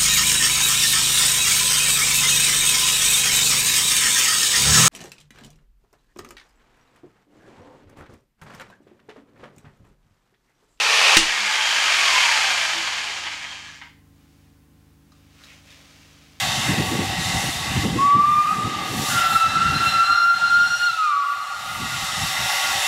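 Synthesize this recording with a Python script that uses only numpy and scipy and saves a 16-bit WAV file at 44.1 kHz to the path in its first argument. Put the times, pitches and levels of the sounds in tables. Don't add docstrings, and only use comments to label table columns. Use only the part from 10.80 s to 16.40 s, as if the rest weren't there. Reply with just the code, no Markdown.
import sys
import numpy as np
from scipy import signal
from scipy.fft import rfft, irfft
from scipy.io import wavfile
from scipy.ndimage import uniform_filter1d

SR = 44100
rng = np.random.default_rng(int(sys.argv[2]) if len(sys.argv) > 2 else 0)


def master(y):
    cut = np.clip(np.atleast_2d(y).T, -1, 1)
    pcm = np.round(cut * 32767)
    wavfile.write(sys.argv[1], SR, pcm.astype(np.int16))


N = 246959
TIME = np.arange(N) / SR

FULL_SPEED, DRAG_S, FRICTION = 52.5, 1.78, 5.15
GEAR_TEETH = 52

# [f/Hz, level/dB]
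CUT_COLOUR = [(100, -49.5), (250, -30.5), (380, -27.5), (460, -19.5), (700, -11), (1050, -8), (1400, -10),
              (2000, -12.5), (2500, -2), (3500, -9), (5200, -11), (7300, -18), (11000, -30), (15500, -45)]
# [f/Hz, width/Hz, level/dB re outline]
BOARD_RING = [(448, 26, 11), (548, 15, -2), (866, 38, -1.5), (1130, 30, -1), (1828, 150, 3),
              (2320, 220, -10)]
CUT_DB, CUT_ENDS_S, CUT_RELEASE_DB_PER_S = -2, .35, 92.5

# [f/Hz, level/dB]
COAST_COLOUR = [(120, -34.5), (300, -19), (530, -13), (844, -7), (1100, -6.5), (1320, -8.5), (1600, -4),
                (2400, -0.5), (3300, -5), (4000, -7.5), (6600, -11), (9000, -20.5), (12000, -29.5),
                (13000, -35), (15500, -42.5)]
# [f/Hz, width/Hz, level/dB re outline]
HOUSING_RING = [(705, 50, -10), (915, 110, -4), (1190, 80, -2), (1640, 100, -3), (2130, 70, -4),
                (2400, 160, -9), (3100, 260, -5), (4600, 500, -9), (7000, 500, -10)]
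RATTLE_DB, RATTLE_DB_PER_DECADE = -4, 30
DRONE_DB, HISS_DB, SHAKE_DB = -9, -6, -26
HISS_DB_PER_DECADE = -0.5
LAST_STROKE_S, SETTLE_S = 2.954, 0.3

# [f/Hz, level/dB re rattle]
WHINE_COLOUR = [(550, -22), (720, -9), (900, -7.5), (1130, -5.5), (1330, -20), (1640, -7.5), (1950, -6),
                (2450, -8), (3000, -16), (5000, -22)]
HARMONIC_DB = -6

# [t/s at the height, f/Hz, level/dB re rattle]
SWELLS = [(.15, 203, -39), (.61, 207, -29), (.63, 458, -28), (.71, 870, -13), (.81, 3200, -7),
          (1.95, 205, -30), (2.0, 335, -24), (2.684, 3200, -4), (2.93, 1700, -6), (3.06, 2120, -1)]
SWELL_HALF_S, SWELL_WIDTH = 0.093, .07

# [t/s, crack level/dB, thump level/dB]
KNOCKS = [(0.3688, 7, -2), (0.372, 8, -21)]
# [f/Hz, level/dB]
CRACK_COLOUR = [(200, -18), (900, -6.0), (1800, 12.0), (4000, 7.5),
                (7500, -4.5), (11000, -27.0), (15500, -14)]
# [f/Hz, level/dB, t60/s]
SHOE_MODES = [(1850, -6, .05), (2850, -7, 0.39), (2756, -5.5, 0.24), (3080, -4.5, 0.038),
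              (4910, -11, 0.031)]
# [f/Hz, level/dB, t60/s]
THUMP_MODES = [(14, -3, 0.33), (118, -20.5, 0.33), (207, -8.5, 0.22), (282.6, -13.5, 0.11),
               (320, 0.5, 0.14), (447.7, -12.5, 0.18)]

# [t/s, level/dB]
CLACKS = [(2.4507, -25), (2.467, -18.5), (2.6418, -23), (3.0148, -29), (3.038, -38), (3.058, -37)]
# [f/Hz, level/dB, t60/s]
ROD_MODES = [(980, -6, 0.13), (1593, -1.5, 0.078), (1990, 10, 0.023), (2130, -6, 0.17), (2340, -20, 0.092),
             (2930, -3, 0.076), (3330, -17, .08)]
BOUNCE_S, BOUNCE_DB = .0063, -2.5

# [f/Hz, level/dB]
RUB_COLOUR = [(260, -26), (450, -5.5), (600, -3), (780, -7), (950, -9), (1100, -5), (1500, -6), (2350, -2),
              (4000, -5), (6200, -7), (9000, -16), (14000, -23.5)]
# [start t/s, length/s, level/dB at the start]
SLIDES = [(3.424, .24, -66.5), (4.011, .1, -72), (4.37, .2, -63.5), (4.64, 0.1, -51.5), (4.895, 0.68, -52)]
SLIDE_ATTACK_S, SLIDE_RELEASE_S, SLIDE_SAG_DB_PER_S = 0.11, 0.13, 6.5
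# [t/s at the height, level/dB, friction resonance f/Hz]
SCUFFS = [(4.625, -56, 1700), (4.713, -51, 2490), (4.918, -52, 2544)]
SCUFF_HALF_S = 0.04
# [t/s, level/dB, centre f/Hz]
TOUCHES = [(4.319, -55, 1270), (4.32, -61, 3990), (4.637, -46.5, 3800), (4.903, -49, 3700)]

# [f/Hz, rms level/dB]
HUM = [(50, -67.5), (70.4, -61), (93, -68), (95.5, -62), (150, -60.5), (200, -66.5), (250, -68),
       (281.3, -62.5), (300, -74.5), (329.3, -70.5), (450, -75), (550, -79.5), (755, -80), (850, -81),
       (1050, -80)]
# [f/Hz, level/dB]
AIR_COLOUR = [(250, -20), (400, -4.5), (800, -2), (1500, -2.5), (4000, -9.5), (15500, -12)]
AIR_DB, RUMBLE_DB = -65, -63.5

AGC_THRESHOLD_DB, AGC_RANGE_DB, AGC_START_DB = -10, 17, 16.5
AGC_RECOVERY_DB_PER_S, AGC_ATTACK_S = 17, 0.00404
TOP_HZ = 15750


def run_down():
    offset = FRICTION * DRAG_S
    return np.maximum((FULL_SPEED + offset) * np.exp(-TIME / DRAG_S) - offset, 1)


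def strokes(turns, sharp, scatter_db, return_db):
    half = (2 * turns).astype(int)
    scatter = scatter_db * rng.standard_normal(1024)[half]
    size = undb(scatter + return_db * (half % 2))
    return size * np.exp(-sharp * (2 * turns % 1))


def cutting(turns):
    surge = 3.2 + strokes(turns, sharp=1.5, scatter_db=1.5, return_db=-0.5)
    tearing = (grains(9000, 1.6) + 0.75 * noise()) * surge
    level_db = CUT_DB - CUT_RELEASE_DB_PER_S * np.maximum(TIME - CUT_ENDS_S, 0)
    return unit(colour(tearing, CUT_COLOUR, BOARD_RING)) * undb(level_db)


def shaking(speed):
    moving = np.clip(1 - (TIME - LAST_STROKE_S) / SETTLE_S, 0, 1) ** 2
    return undb(RATTLE_DB + RATTLE_DB_PER_DECADE * np.log10(speed / FULL_SPEED)) * moving


def coasting(turns, speed):
    surge = 1 + .9 * strokes(turns, sharp=2.5, scatter_db=1.5, return_db=-2)
    mesh = 1 + .5 * np.cos(2 * np.pi * GEAR_TEETH * turns)
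    impacts = unit((grains(8000, 2.6) + .8 * noise()) * surge * mesh)
    body = colour(impacts, COAST_COLOUR, HOUSING_RING)
    drone = unit(band(body, 480, 1364)) * undb(DRONE_DB)
    rattle = unit(band(body, 1330, 4000))
    shake = unit(band(body, 210, 544)) * undb(SHAKE_DB)

    brushes = colour(noise(), COAST_COLOUR, HOUSING_RING)
    bright_hiss = unit(band(body + 1.2 * brushes, 4000, 20000))
    soft_hiss = signal.sosfiltfilt(signal.butter(3, 9000, fs=SR, output="sos"), bright_hiss)
    dull = np.interp(speed, [3, 14], [.5, 0])
    hiss_db = HISS_DB + HISS_DB_PER_DECADE * np.log10(speed / FULL_SPEED)
    hiss = ((1 - dull) * bright_hiss + dull * soft_hiss) * undb(hiss_db)

    free = np.clip((TIME - CUT_ENDS_S) / .08, 0, 1)
    return (drone + rattle + hiss + shake) * free


def whine(turns, speed):
    phase = 2 * np.pi * GEAR_TEETH * turns + 0.7 * np.sin(4 * np.pi * turns)
    hz, db = np.transpose(WHINE_COLOUR)
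    out = np.zeros(N)
    for k in (1, 2):
        tone_hz = k * GEAR_TEETH * speed
        radiated_db = np.interp(np.log(tone_hz), np.log(hz), db) + k * HARMONIC_DB
        out += flutter(k * phase, width_hz=130, steady=1.4) * undb(radiated_db)
    return out


def swells():
    out = np.zeros(N)
    for s, hz, db in SWELLS:
        tone = flutter(2 * np.pi * hz * TIME, SWELL_WIDTH * hz, steady=0.63)
        out += undb(db) * bump(s, SWELL_HALF_S) * tone
    return out


def knocks():
    burst = sum(undb(db) * fade(s, 0.034) for s, db, _ in KNOCKS)
    crack = unit(colour(noise(), CRACK_COLOUR)) * burst
    shoe = undb(-5.5) * strike([(s, db) for s, db, _ in KNOCKS], SHOE_MODES)
    sizzle = unit(band(noise(), 3100, 8200)) * undb(4.5) * fade(KNOCKS[0][0], 0.19)
    thump = strike([(s, db) for s, _, db in KNOCKS], THUMP_MODES)
    return crack + shoe + sizzle + thump


def clacks(count=3):
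    blows = [(s + k * BOUNCE_S, db + k * BOUNCE_DB) for s, db in CLACKS for k in range(count)]
    burst = sum(undb(db) * fade(s, 0.029) for s, db in blows)
    tick = unit(band(noise(), 640, 3100)) * burst
    tone = undb(-13) * strike(blows, ROD_MODES)
    return band(tone + undb(-6.5) * tick, 750, 9600)


def pressure(start, length):
    age = TIME - start
    edges = np.minimum(age, 0) / SLIDE_ATTACK_S - np.maximum(age - length, 0) / SLIDE_RELEASE_S
    return np.exp(edges) * undb(-SLIDE_SAG_DB_PER_S * np.clip(age, 0, length))


def hand():
    slips = grains(4000, 3.9) + 0.62 * noise()
    press = np.max([undb(db) * pressure(s, length) for s, length, db in SLIDES], axis=0)
    out = unit(colour(slips, RUB_COLOUR)) * press
    for s, db, hz in SCUFFS:
        scuff = flutter(2 * np.pi * hz * TIME, width_hz=1700, steady=0)
        out += scuff * undb(db) * bump(s, SCUFF_HALF_S)
    for s, db, hz in TOUCHES:
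        out += unit(ring(slips, hz, 0.14 * hz)) * undb(db) * fade(s, 0.07)
    return out


def room(x, wet_db, t60):
    tail = (band(noise(), 230, 7000, order=1) * fade(0.0027, t60))[:SR]
    tail = tail / np.sqrt(np.sum(tail ** 2))
    return x + undb(wet_db) * signal.fftconvolve(x, tail)[:N]


def workshop():
    hum = np.zeros(N)
    for hz, db in HUM:
        tone = np.sqrt(2) * np.sin(2 * np.pi * (hz * TIME + rng.random()))
        hum += undb(db + 0.35 * walk(3)) * tone
    rumble = unit(band(noise(), 60, 290)) * undb(RUMBLE_DB)
    air = unit(colour(noise(), AIR_COLOUR)) * undb(AIR_DB)
    return hum + rumble + air


def undb(db):
    return 10 ** (np.asarray(db) / 20)


def unit(x):
    return x / np.sqrt(np.mean(x ** 2))


def noise():
    return rng.standard_normal(N)


def walk(rate):
    steps = rng.standard_normal(16384)
    return np.interp(TIME * rate, np.arange(len(steps)), steps)


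def grains(rate, spread_db):
    hits = rng.random(N) < rate / SR
    return unit(hits * rng.choice([-1, 1], N) * undb(spread_db * noise()))


def flutter(phase, width_hz, steady):
    wander = steady + walk(width_hz) + 1j * walk(width_hz)
    return unit(np.real(wander * np.exp(1j * phase)))


def strike(blows, modes):
    out, t = np.zeros(N), TIME[:SR // 2]
    for s, blow_db in blows:
        detune = 1 + 0.017 * rng.standard_normal(len(modes))
        start = int(s * SR)
        for (hz, db, t60), k in zip(modes, detune):
            decay = np.exp(-np.log(1000) * t / t60)
            out[start:start + len(t)] += undb(db + blow_db) * np.sin(2 * np.pi * hz * k * t) * decay
    return out


def fade(start, t60):
    age = TIME - start
    return (age >= 0) * np.exp(-np.log(1000) * np.clip(age / t60, 0, 10))


def bump(s, half):
    return np.exp(-((TIME - s) / half) ** 2)


def band(x, lo_hz, hi_hz, order=3):
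    edges = [lo_hz, min(hi_hz, SR / 2 - 1)]
    return signal.sosfilt(signal.butter(order, edges, "band", fs=SR, output="sos"), x)


def ring(x, hz, width):
    return signal.lfilter(*signal.iirpeak(hz, hz / width, fs=SR), x)


def colour(x, points, peaks=(), size=8192):
    f = np.maximum(np.arange(size // 2 + 1) * SR / size, 1)
    hz, db = np.transpose(points)
    gain = undb(np.interp(np.log(f), np.log(hz), db))
    gain = gain * (1 + sum(undb(d) / (1 + (2 * (f - c) / w) ** 2) for c, w, d in peaks))
    cepstrum = irfft(np.log(gain))[:size // 2]
    cepstrum[1:] *= 2
    return signal.fftconvolve(x, irfft(np.exp(rfft(cepstrum, size))))[:N]


def gain_control(x, size=128):
    level_db = 10 * np.log10(np.abs(uniform_filter1d(x ** 2, size)) + 1e-12)
    asked_db = np.clip(level_db - AGC_THRESHOLD_DB, 0, AGC_RANGE_DB)
    recovery_db = AGC_RECOVERY_DB_PER_S * TIME
    held_db = np.maximum.accumulate(np.maximum(asked_db + recovery_db, AGC_START_DB), axis=-1)
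    cut_db = held_db - recovery_db
    pole = np.exp(-1 / (AGC_ATTACK_S * SR))
    smooth_db = signal.lfilter([1 - pole], [1, -pole], cut_db - AGC_START_DB)
    return x * undb(-AGC_START_DB - smooth_db)


def scene():
    speed = run_down()
    turns = np.cumsum(speed * (1 + .004 * walk(30))) / SR
    running = shaking(speed) * (coasting(turns, speed) + whine(turns, speed) + swells())
    saw = cutting(turns) + running + knocks() + clacks()
    return (room(saw + hand(), wet_db=-10, t60=0.41) + workshop())[None]


def record(dry):
    rounded = 1.115 * np.tanh(gain_control(dry) / 1.216)
    return signal.sosfilt(signal.ellip(10, .2, 80, TOP_HZ, fs=SR, output="sos"), rounded)


dry = scene()
out = record(dry)
master(out)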